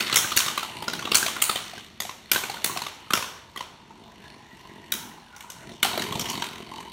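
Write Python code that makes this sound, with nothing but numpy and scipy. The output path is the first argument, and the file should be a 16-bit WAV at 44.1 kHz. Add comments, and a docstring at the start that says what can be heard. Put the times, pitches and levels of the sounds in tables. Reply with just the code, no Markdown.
"""Spinning tops battling in a bowl

Two spinning tops circle in a plastic bowl on a tiled floor, until one is knocked over and the other runs on alone.
Clashing rims and hopping tips strike modes of bowl, shells, rims and floor as dying sines.
Between blows, dense random taps make the tips scrape, whirr and rumble; filtered noise adds a thin tone and two skids.
Two wall echoes and sparse room tails throw the sound back, over a steady hush of shaped noise."""
import sys
import numpy as np
from scipy import signal
from scipy.fft import rfft, irfft
from scipy.io import wavfile
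from scipy.ndimage import uniform_filter1d

SR = 44100
rng = np.random.default_rng(int(sys.argv[2]) if len(sys.argv) > 2 else 0)


def dump_mix(stems):
    """Bounce the given channels to the path in sys.argv[1] as a 16-bit WAV at rate SR."""
    frames = np.atleast_2d(stems).T  # one column per channel
    limited = np.clip(frames, -1, 1)  # hard clip at full scale
    pcm = np.round(limited * 32767).astype(np.int16)
    wavfile.write(sys.argv[1], SR, pcm)


N = 305172


def amp(db):
    """Decibels to gain."""
    return 10 ** (np.asarray(db) / 20)


def evened(x):
    """Scales to rms 1."""
    return x / np.sqrt(np.mean(x ** 2) + 1e-20)


def read(points, hz):
    """Reads a (frequency, value) table along log frequency."""
    f, value = np.transpose(points)
    return np.interp(np.log(hz + 1), np.log(f + 1), value)


def add(mix, s, sound):
    """Adds a sound at time s, cut off at the end of the mix."""
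    part = mix[round(s * SR):][:len(sound)]
    part += sound[:len(part)]


def ring(modes, extra_db=0., detune=0.94):
    """Impulse response of dying modes, neighbours in opposite sign so that the gaps between them fill."""
    hz, db, t60 = np.transpose(modes)[:, :, None]
    t = np.arange(2600) / SR
    sign = (-1) ** np.arange(len(modes))[:, None]
    envelope = amp(db + extra_db - 60 * t / t60)
    waves = sign * envelope * np.sin(2 * np.pi * hz * detune * t)
    return waves.sum(0) / np.sqrt(len(modes))


# spectrum of the house air: (frequency [Hz], relative density [dB per Hz])
HUSH = [(25, 2.5), (45, 3.5), (90, -1.5), (220, -11.5), (600, -20), (1500, -17), (3500, -19.5), (6000, -26),
        (16000, -57.5)]
HUSH_DB = -53.5  # rms level


def hush():
    """Steady air of the house: white noise shaped by a fixed spectrum."""
    hz = np.fft.rfftfreq(N, 1 / SR)
    spectrum = rfft(rng.standard_normal(N)) * amp(read(HUSH, hz))
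    return amp(HUSH_DB) * evened(irfft(spectrum, N))


# walls: (delay [ms], level [dB])
ECHOES = [(18.4, -9), (31.3, -15.5)]
# decay of the bare room: (frequency [Hz], t60 [s])
ROOM = [(200, 0.93), (700, 0.96), (2000, 0.68), (5000, 0.61), (12000, 0.45)]


def room(x, rattled, wet_db=2.0):
    """Two wall echoes of the chattering blows, then three sparse tails in turn, each band dying at its own speed."""
    out = np.zeros(N)
    for ms, db in ECHOES:
        add(out, ms / 1000, amp(db) * rattled)
    starts = np.arange(300, SR - 20, 20)
    for k in range(3):
        # one reflection of random sign at a random place in every 20 samples
        taps = np.zeros(SR)
        taps[starts + rng.integers(0, 20, len(starts))] = rng.choice([-1., 1.], len(starts))
        hz, t, z = signal.stft(taps, SR, nperseg=256)
        decay = amp(-60 * t / read(ROOM, hz)[:, None])
        tail = signal.istft(z * decay, SR, nperseg=256)[1]
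        tail *= 1 - np.exp(-(np.arange(len(tail)) / SR / 0.0029) ** 2)  # reflections gather over the first moments
        # the send to each tail swings at 37 Hz, a third of a cycle apart
        turn = np.sqrt(2 / 3) * np.cos(2 * np.pi * (37 * np.arange(N) / SR + k / 3))
        out += amp(wet_db) * signal.fftconvolve(x * turn, tail / np.linalg.norm(tail))[:N]
    return out


# a thin tone wanders over the whirr: (time [s], pitch [Hz], level [dB])
SING = [(4.1, 1677, -71), (4.26, 1690, -50.5), (4.501, 1930, -56.5), (5.15, 1896, -65),
        (5.329, 1438, -51.5), (5.65, 1460, -59.5)]


def sing(width_hz=110):
    """Lumpy grit through one narrow moving resonance."""
    s, hz, db = np.transpose(SING)
    t = np.arange(round(s[0] * SR), round(s[-1] * SR)) / SR
    grit = rng.standard_normal(len(t))
    lumps_db = 6 * evened(uniform_filter1d(rng.standard_normal(len(t)), 700))
    # low-passed grit multiplied by a sine becomes a narrow band around the pitch
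    pole = np.exp(-np.pi * width_hz / SR)
    narrow = signal.lfilter([1], [1, -pole], grit * amp(lumps_db))
    tone = narrow * np.cos(2 * np.pi * np.cumsum(np.interp(t, s, hz)) / SR)
    out = np.zeros(N)
    add(out, s[0], evened(tone) * amp(np.interp(t, s, db)))
    return out


# the toppling rim drags on the bowl: (time [s], length [s], level [dB])
SKIDS = [(6.203, 0.024, -34), (6.275, 0.048, -37.5)]


def skids():
    """A dragging rim: dense grit rings a low mode of the rim."""
    out = np.zeros(N)
    mode = ring([(5940, 0, 0.0018)])[:400]
    for s, length, db in SKIDS:
        grit = rng.standard_normal(round(length * SR))
        swell = np.sqrt(np.hanning(len(grit)))
        add(out, s, amp(db) * evened(np.convolve(grit * swell, mode)))
    return out


# the tips travelling over the bowl: (time [s], low rumble level [dB], whirr level [dB], scrape level [dB])
TRAVEL = [(0.0, -43, -56, -32), (.5, -46.5, -49, -38.5), (.7, -49.5, -43, -44.5), (.95, -40, -48.5, -48.5),
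          (1.46, -48.5, -55.5, -37.5), (1.81, -55, -68, -48.5), (2.04, -58.5, -85, -62),
          (2.509, -53.5, -57, -44.5), (2.701, -46, -46.5, -40), (2.998, -60.5, -56, -53),
          (3.87, -55.5, -59, -64.5), (4.28, -52, -56, -53), (4.5, -59, -55.5, -60),
          (4.702, -49, -55.5, -52.5), (5.071, -50, -51, -59.5), (5.4, -64, -54.5, -58.5),
          (5.72, -43, -54.5, -49.5), (5.82, -54, -58.5, -54.5), (5.87, -33.5, -42, -39.5),
          (6.34, -40.5, -44.5, -39), (6.671, -47.5, -51.5, -49.5), (6.78, -44.5, -38.5, -44),
          (6.92, -53, -50, -47.5)]
# Modes of four bodies: (frequency before detuning [Hz], level [dB], t60 under a blow [s]).
# The bowl's foot on the tiles, the bowl's floor, the plastic shells, the metal rims.
THUD = [(142, -0.5, 0.029), (231.2, -1, 0.077), (380, 6, 0.03), (718.6, 2.5, 0.052)]
WHIRR = [(910, 7, 0.025), (958, 6, 0.031), (1050, 7.5, .025), (3040, -3, 0.018)]
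SHELL = [(2085, 0.1, 0.0038), (3145, 2.57, 0.0048), (3842, 0, 0.0079), (4550, 4, 0.0043)]
RIM = [(6100, 9.15, 0.0016), (8650, 12.94, 0.00068), (10070, 1.9, 0.004), (11630, 1.4, 0.0026),
       (15000, 4.1, 0.0017)]
# the wobbling top bears down once a turn; SPIN_HZ is its rate at TURN_S, where one turn starts
SPIN_HZ, SAG_HZ_PER_S, TURN_S = 44.6, 2.0, 6.42
TOPPLE_S = 5.83  # one top is knocked over, the other runs on alone
THROB_DB, ALONE_THROB_DB = 8, 12  # depth of the beat before and after
ALONE_PITCH = 1.05  # the bowl sounds higher under one top: factor on the modes


def travel():
    """Dense tiny taps of uneven size, beating once a turn, ring bowl, shells and rims and shake the tiles."""
    s, *levels_db = np.transpose(TRAVEL)
    t, out = np.arange(N) / SR, np.zeros(N)
    cut = round(TOPPLE_S * SR)
    soft = 1 - np.exp(-np.arange(2600) / 60)  # the low modes start softly
    turns = SPIN_HZ * (t - TURN_S) - SAG_HZ_PER_S / 2 * (t - TURN_S) ** 2
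    throb_db = np.where(t < TOPPLE_S, THROB_DB, ALONE_THROB_DB)
    beat = amp(throb_db * np.exp(-(turns % 1 / .3) ** 2))
    bodies = (THUD, WHIRR, SHELL + RIM)
    tilts, stretches = (-5., 0, -6.), (.7, 1, 1.3)  # dB per octave; factor on t60
    for modes, db, tilt, longer in zip(bodies, levels_db, tilts, stretches):
        level_db = np.interp(t, s, db)
        # a top that rattles hard also hops: the louder the layer, the more its taps bunch up
        bunch_db = np.clip(0.2 * (level_db + 63.0), 1, 2.5)
        lumps = np.minimum(evened(uniform_filter1d(rng.standard_normal(N), 300)), 2.2)
        clumps = amp(bunch_db * lumps) / amp(.115 * bunch_db ** 2)
        taps = rng.standard_normal(N) * (rng.random(N) < 3000 / SR) * clumps  # about 3000 a second
        taps *= beat / np.sqrt(uniform_filter1d(beat ** 2, size=2000))
        layer = np.zeros(N)
        for k, (hz, mode_db, t60) in enumerate(modes):
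            # as the tops wander, each mode swells and fades
            drift = uniform_filter1d(uniform_filter1d(rng.standard_normal(N), 3000), 2000)
            driven = amp(2.5 * evened(drift)) * taps
            tilt_db = tilt * np.log2(hz / 1000)  # where negative, light taps reach the high modes less
            for start, part, pitch in ((0, driven[:cut], 1), (TOPPLE_S, driven[cut:], ALONE_PITCH)):
                body = (-1) ** k * ring([(hz * pitch, mode_db + tilt_db, t60 * longer)])
                if hz < 1200:
                    body = body * soft
                add(layer, start, signal.oaconvolve(part, body)[:N - round(start * SR)])
        out += evened(layer) * amp(level_db)
    return out


# Metal rim against rim or bowl wall, clack as level over the first 8 ms:
# (time [s], clack level [dB], rim crack over the clack [dB], ringing pitch before detuning [Hz])
CLASHES = [(.005, -21, -9, 4490), (.067, -31, -11, 2640), (.126, -20, -8.5, 2800), (0.142, -25, -1.5, 2860),
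           (.158, -19.5, 5.5, 3285), (0.168, -19.5, 3, 2270), (.365, -25.5, 5, 2840),
           (0.372, -17, 1.5, 2820), (.402, -24.5, -3.5, 2800), (0.461, -27, -6, 2280),
           (1.052, -29, -12, 3380), (1.116, -20, -10, 2770), (1.145, -19.5, -2, 4340),
           (1.152, -18.5, 6, 4370), (1.417, -28.5, 1.5, 3210), (1.421, -22, 6.5, 3220),
           (1.556, -25.5, -8.5, 3630), (2.002, -27.5, 0, 3570), (2.315, -17.5, 1.5, 2390),
           (2.643, -23, 3, 3610), (3.134, -19, 0, 2830), (3.573, -33, -9.5, 3284), (4.92, -25, 2.5, 3830),
           (5.363, -49, 4, 6000), (5.406, -43, -1, 3440), (5.501, -42, 5, 5000), (5.828, -15.5, -5, 2980),
           (5.995, -31, -7.5, 3930), (6.02, -29.5, -4, 1860), (6.194, -30, 1, 5770),
           (6.256, -32.5, -7.5, 2970), (6.299, -34.5, 2.5, 3040)]
# A tip hops and lands on the bowl:
# (time [s], nominal knock peak [dB], shell clack over the knock [dB], pitch of the spot before detuning [Hz])
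HOPS = [(0.098, -26, -4, 1180), (0.244, -21.5, -13, 1564), (0.318, -18.5, -4, 1235),
        (0.481, -21.5, 2.5, 1215), (0.576, -17.5, 0, 1170), (0.629, -23, -1.5, 1326),
        (0.823, -26.5, -1, 880), (0.88, -19, 2.5, 1420), (0.933, -24, 3.5, 1510), (0.992, -25, -0.5, 1460),
        (1.024, -27.5, -0.5, 1110), (1.073, -23.5, -9, 1170), (1.227, -17.5, -2, 1595),
        (1.262, -23.5, 8.5, 680), (1.282, -23, 0, 1150), (1.364, -23, -5, 1430), (1.494, -15.5, 1, 1290),
        (1.734, -34, -0.5, 710), (1.778, -33, -1, 1600), (2.05, -31.5, 1, 735), (2.093, -28, 0, 1050),
        (2.347, -25, 6.5, 1500), (2.359, -15.5, -2, 1560), (2.436, -24, 1, 1530), (2.497, -24.5, 1, 821),
        (2.541, -29, -2, 954), (2.568, -31.5, -5, 1480), (2.696, -25, -8, 1100), (2.762, -24, -5.5, 745),
        (2.772, -23.5, 3, 1110), (2.818, -25, 3, 956), (2.865, -26, 1.5, 1170), (3.07, -42, -18, 1290),
        (3.105, -18, -4, 1250), (3.135, -13, -16, 1370), (3.173, -22, 3, 1250), (3.224, -24.5, 1.5, 1056),
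        (3.56, -28, -3.5, 1150), (3.607, -25, -2, 995), (3.906, -37.5, -13, 920), (5.443, -37.5, -15, 990),
        (5.849, -17, -2, 794), (5.975, -20, -1.5, 630), (6.123, -23, -0.5, 1080), (6.154, -25.5, 0, 905),
        (6.339, -26, -3.5, 1060), (6.422, -20, -3.5, 950), (6.439, -25.5, -1, 980)]
CLASH_RING_DB = 7  # nominal ringing pitch over the clack
CLASH_KNOCK_DB = -6.5  # a clash reaches the bowl this far under its clack
HOP_CRACK_DB = -6.5  # a landing reaches the rim this far under its clack
CREST_DB = 8  # nominal peak of a knock over its level in the first 8 ms
DAMPED_DB = 5  # under a landing the bowl's broad modes lie this far below the knock
SPOT_DB = 13  # nominal ring of the struck patch over the knock


def all_blows():
    """Clashes and hops as rows: time, pitch and level of what rings out, bowl knock, shell clack, rim crack."""
    rows = []
    for s, db, crack_db, hz in CLASHES:
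        rows.append((s, hz, db + CLASH_RING_DB, db + CLASH_KNOCK_DB, db, db + crack_db))
    for s, peak_db, clack_db, hz in HOPS:
        db = peak_db - CREST_DB
        clack = db + clack_db
        rows.append((s, hz, db + SPOT_DB, db - DAMPED_DB, clack, clack + HOP_CRACK_DB))
    return rows


# broad modes of the bowl: (frequency before detuning [Hz], level [dB], t60 [s])
BOWL = [(1068, 6, 0.0037), (1500, 8.5, 0.0067)]
# share of knock, clack and crack that leaves the hollow for the room: (level [dB]) each
SENT_DB = [-5.5, -7.5, -5]
SPOT_T60, SPOT_RISE_S = .03, .0015  # the struck patch rings at its own pitch


def blows():
    """Each blow rings bowl, shells, rims and floor; the contact chatters and the hollow repeats it for a few ms.

    Returns the bare blow for the room, the chattering one for the walls and the one rising from the bowl."""
    bare, rattled, cupped = np.zeros((3, N))
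    rows = all_blows()
    luck = rng.standard_normal((len(rows), 3, 2, len(RIM), 1))
    grit = rng.standard_normal((len(rows), 2, 500))
    t = np.arange(grit.shape[2]) / SR
    first = round(.008 * SR)  # levels hold over the first 8 ms
    for (s, spot_hz, spot_db, *levels_db), chances, (contact_grit, hollow_grit) in zip(rows, luck, grit):
        dull_db = np.clip(max(levels_db[:2]) - levels_db[2], -3, 14)
        contact = .0009 * amp(.4 * dull_db)  # seconds; dull blows stay in contact longer
        chatter = contact_grit * (t / contact) ** 0.91 * np.exp(-t / contact)
        hollow = hollow_grit * np.exp(-(t / 0.005) ** 3)
        direct = t == 0
        spread = np.convolve(chatter, amp(4.5) * hollow / np.linalg.norm(hollow) + direct)
        for modes, db, sent_db, (loud, tune) in zip((BOWL, SHELL, RIM), levels_db, SENT_DB, chances):
            count = len(modes)
            lean_db = 0.11 * (db + 6.5) * np.linspace(-1, 1, count)[:, None]  # harder blows reach higher modes
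            # every blow varies the modes' levels and pitches
            tap = ring(modes, lean_db + 2 * loud[:count], 1 + .05 * tune[:count])
            size = amp(db) * np.sqrt(.008 * SR)
            risen = np.convolve(tap, spread)
            add(cupped, s, size * risen / np.linalg.norm(risen[:first]))
            short = np.convolve(tap, chatter)
            add(rattled, s, size * short / np.linalg.norm(short))
            add(bare, s + contact, amp(sent_db) * size * tap / np.linalg.norm(tap))
        spot = ring([(spot_hz, spot_db, SPOT_T60)], detune=0.99)
        spot = spot * (1 - np.exp(-np.arange(len(spot)) / SR / SPOT_RISE_S))
        add(cupped, s, spot)
        add(rattled, s, amp(-4.5) * spot)
        thud_db = levels_db[0] - 3.0 + 0.72 * dull_db  # rim on rim barely shakes the floor
        thud = np.convolve(ring(THUD, chances[0, 0, :len(THUD)]), np.hanning(90) / 45)
        add(cupped, s, amp(thud_db) * thud)
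    return bare, rattled, cupped


def scene():
    """Tops and bowl in the room, over the hush."""
    bare, rattled, cupped = blows()
    tips = travel() + skids() + sing()
    reflected = room(bare + amp(-12.0) * tips, rattled)
    return (cupped + tips + reflected + hush())[None]


EDGE_HZ = 15850  # upper band limit


def record(dry):
    """Small microphone: notches near 5 and 10 kHz, weak bass, soft overload, band limit."""
    hz = np.fft.rfftfreq(N, 1 / SR)
    notch_db = -5 * np.exp(-((hz - 4950) / 250) ** 2) - 4 * np.exp(-((hz - 10400) / 400) ** 2)
    bass_cut = hz ** 3 / (hz ** 3 + 60. ** 3)
    coloured = irfft(rfft(dry) * amp(notch_db) * bass_cut, N)
    overloaded = 1.3 * np.tanh(coloured / 1.3)
    band = signal.firwin(511, EDGE_HZ, window=("kaiser", 9), fs=SR)
    return signal.oaconvolve(overloaded, band[None], "same")


dry = scene()
out = record(dry)
dump_mix(out)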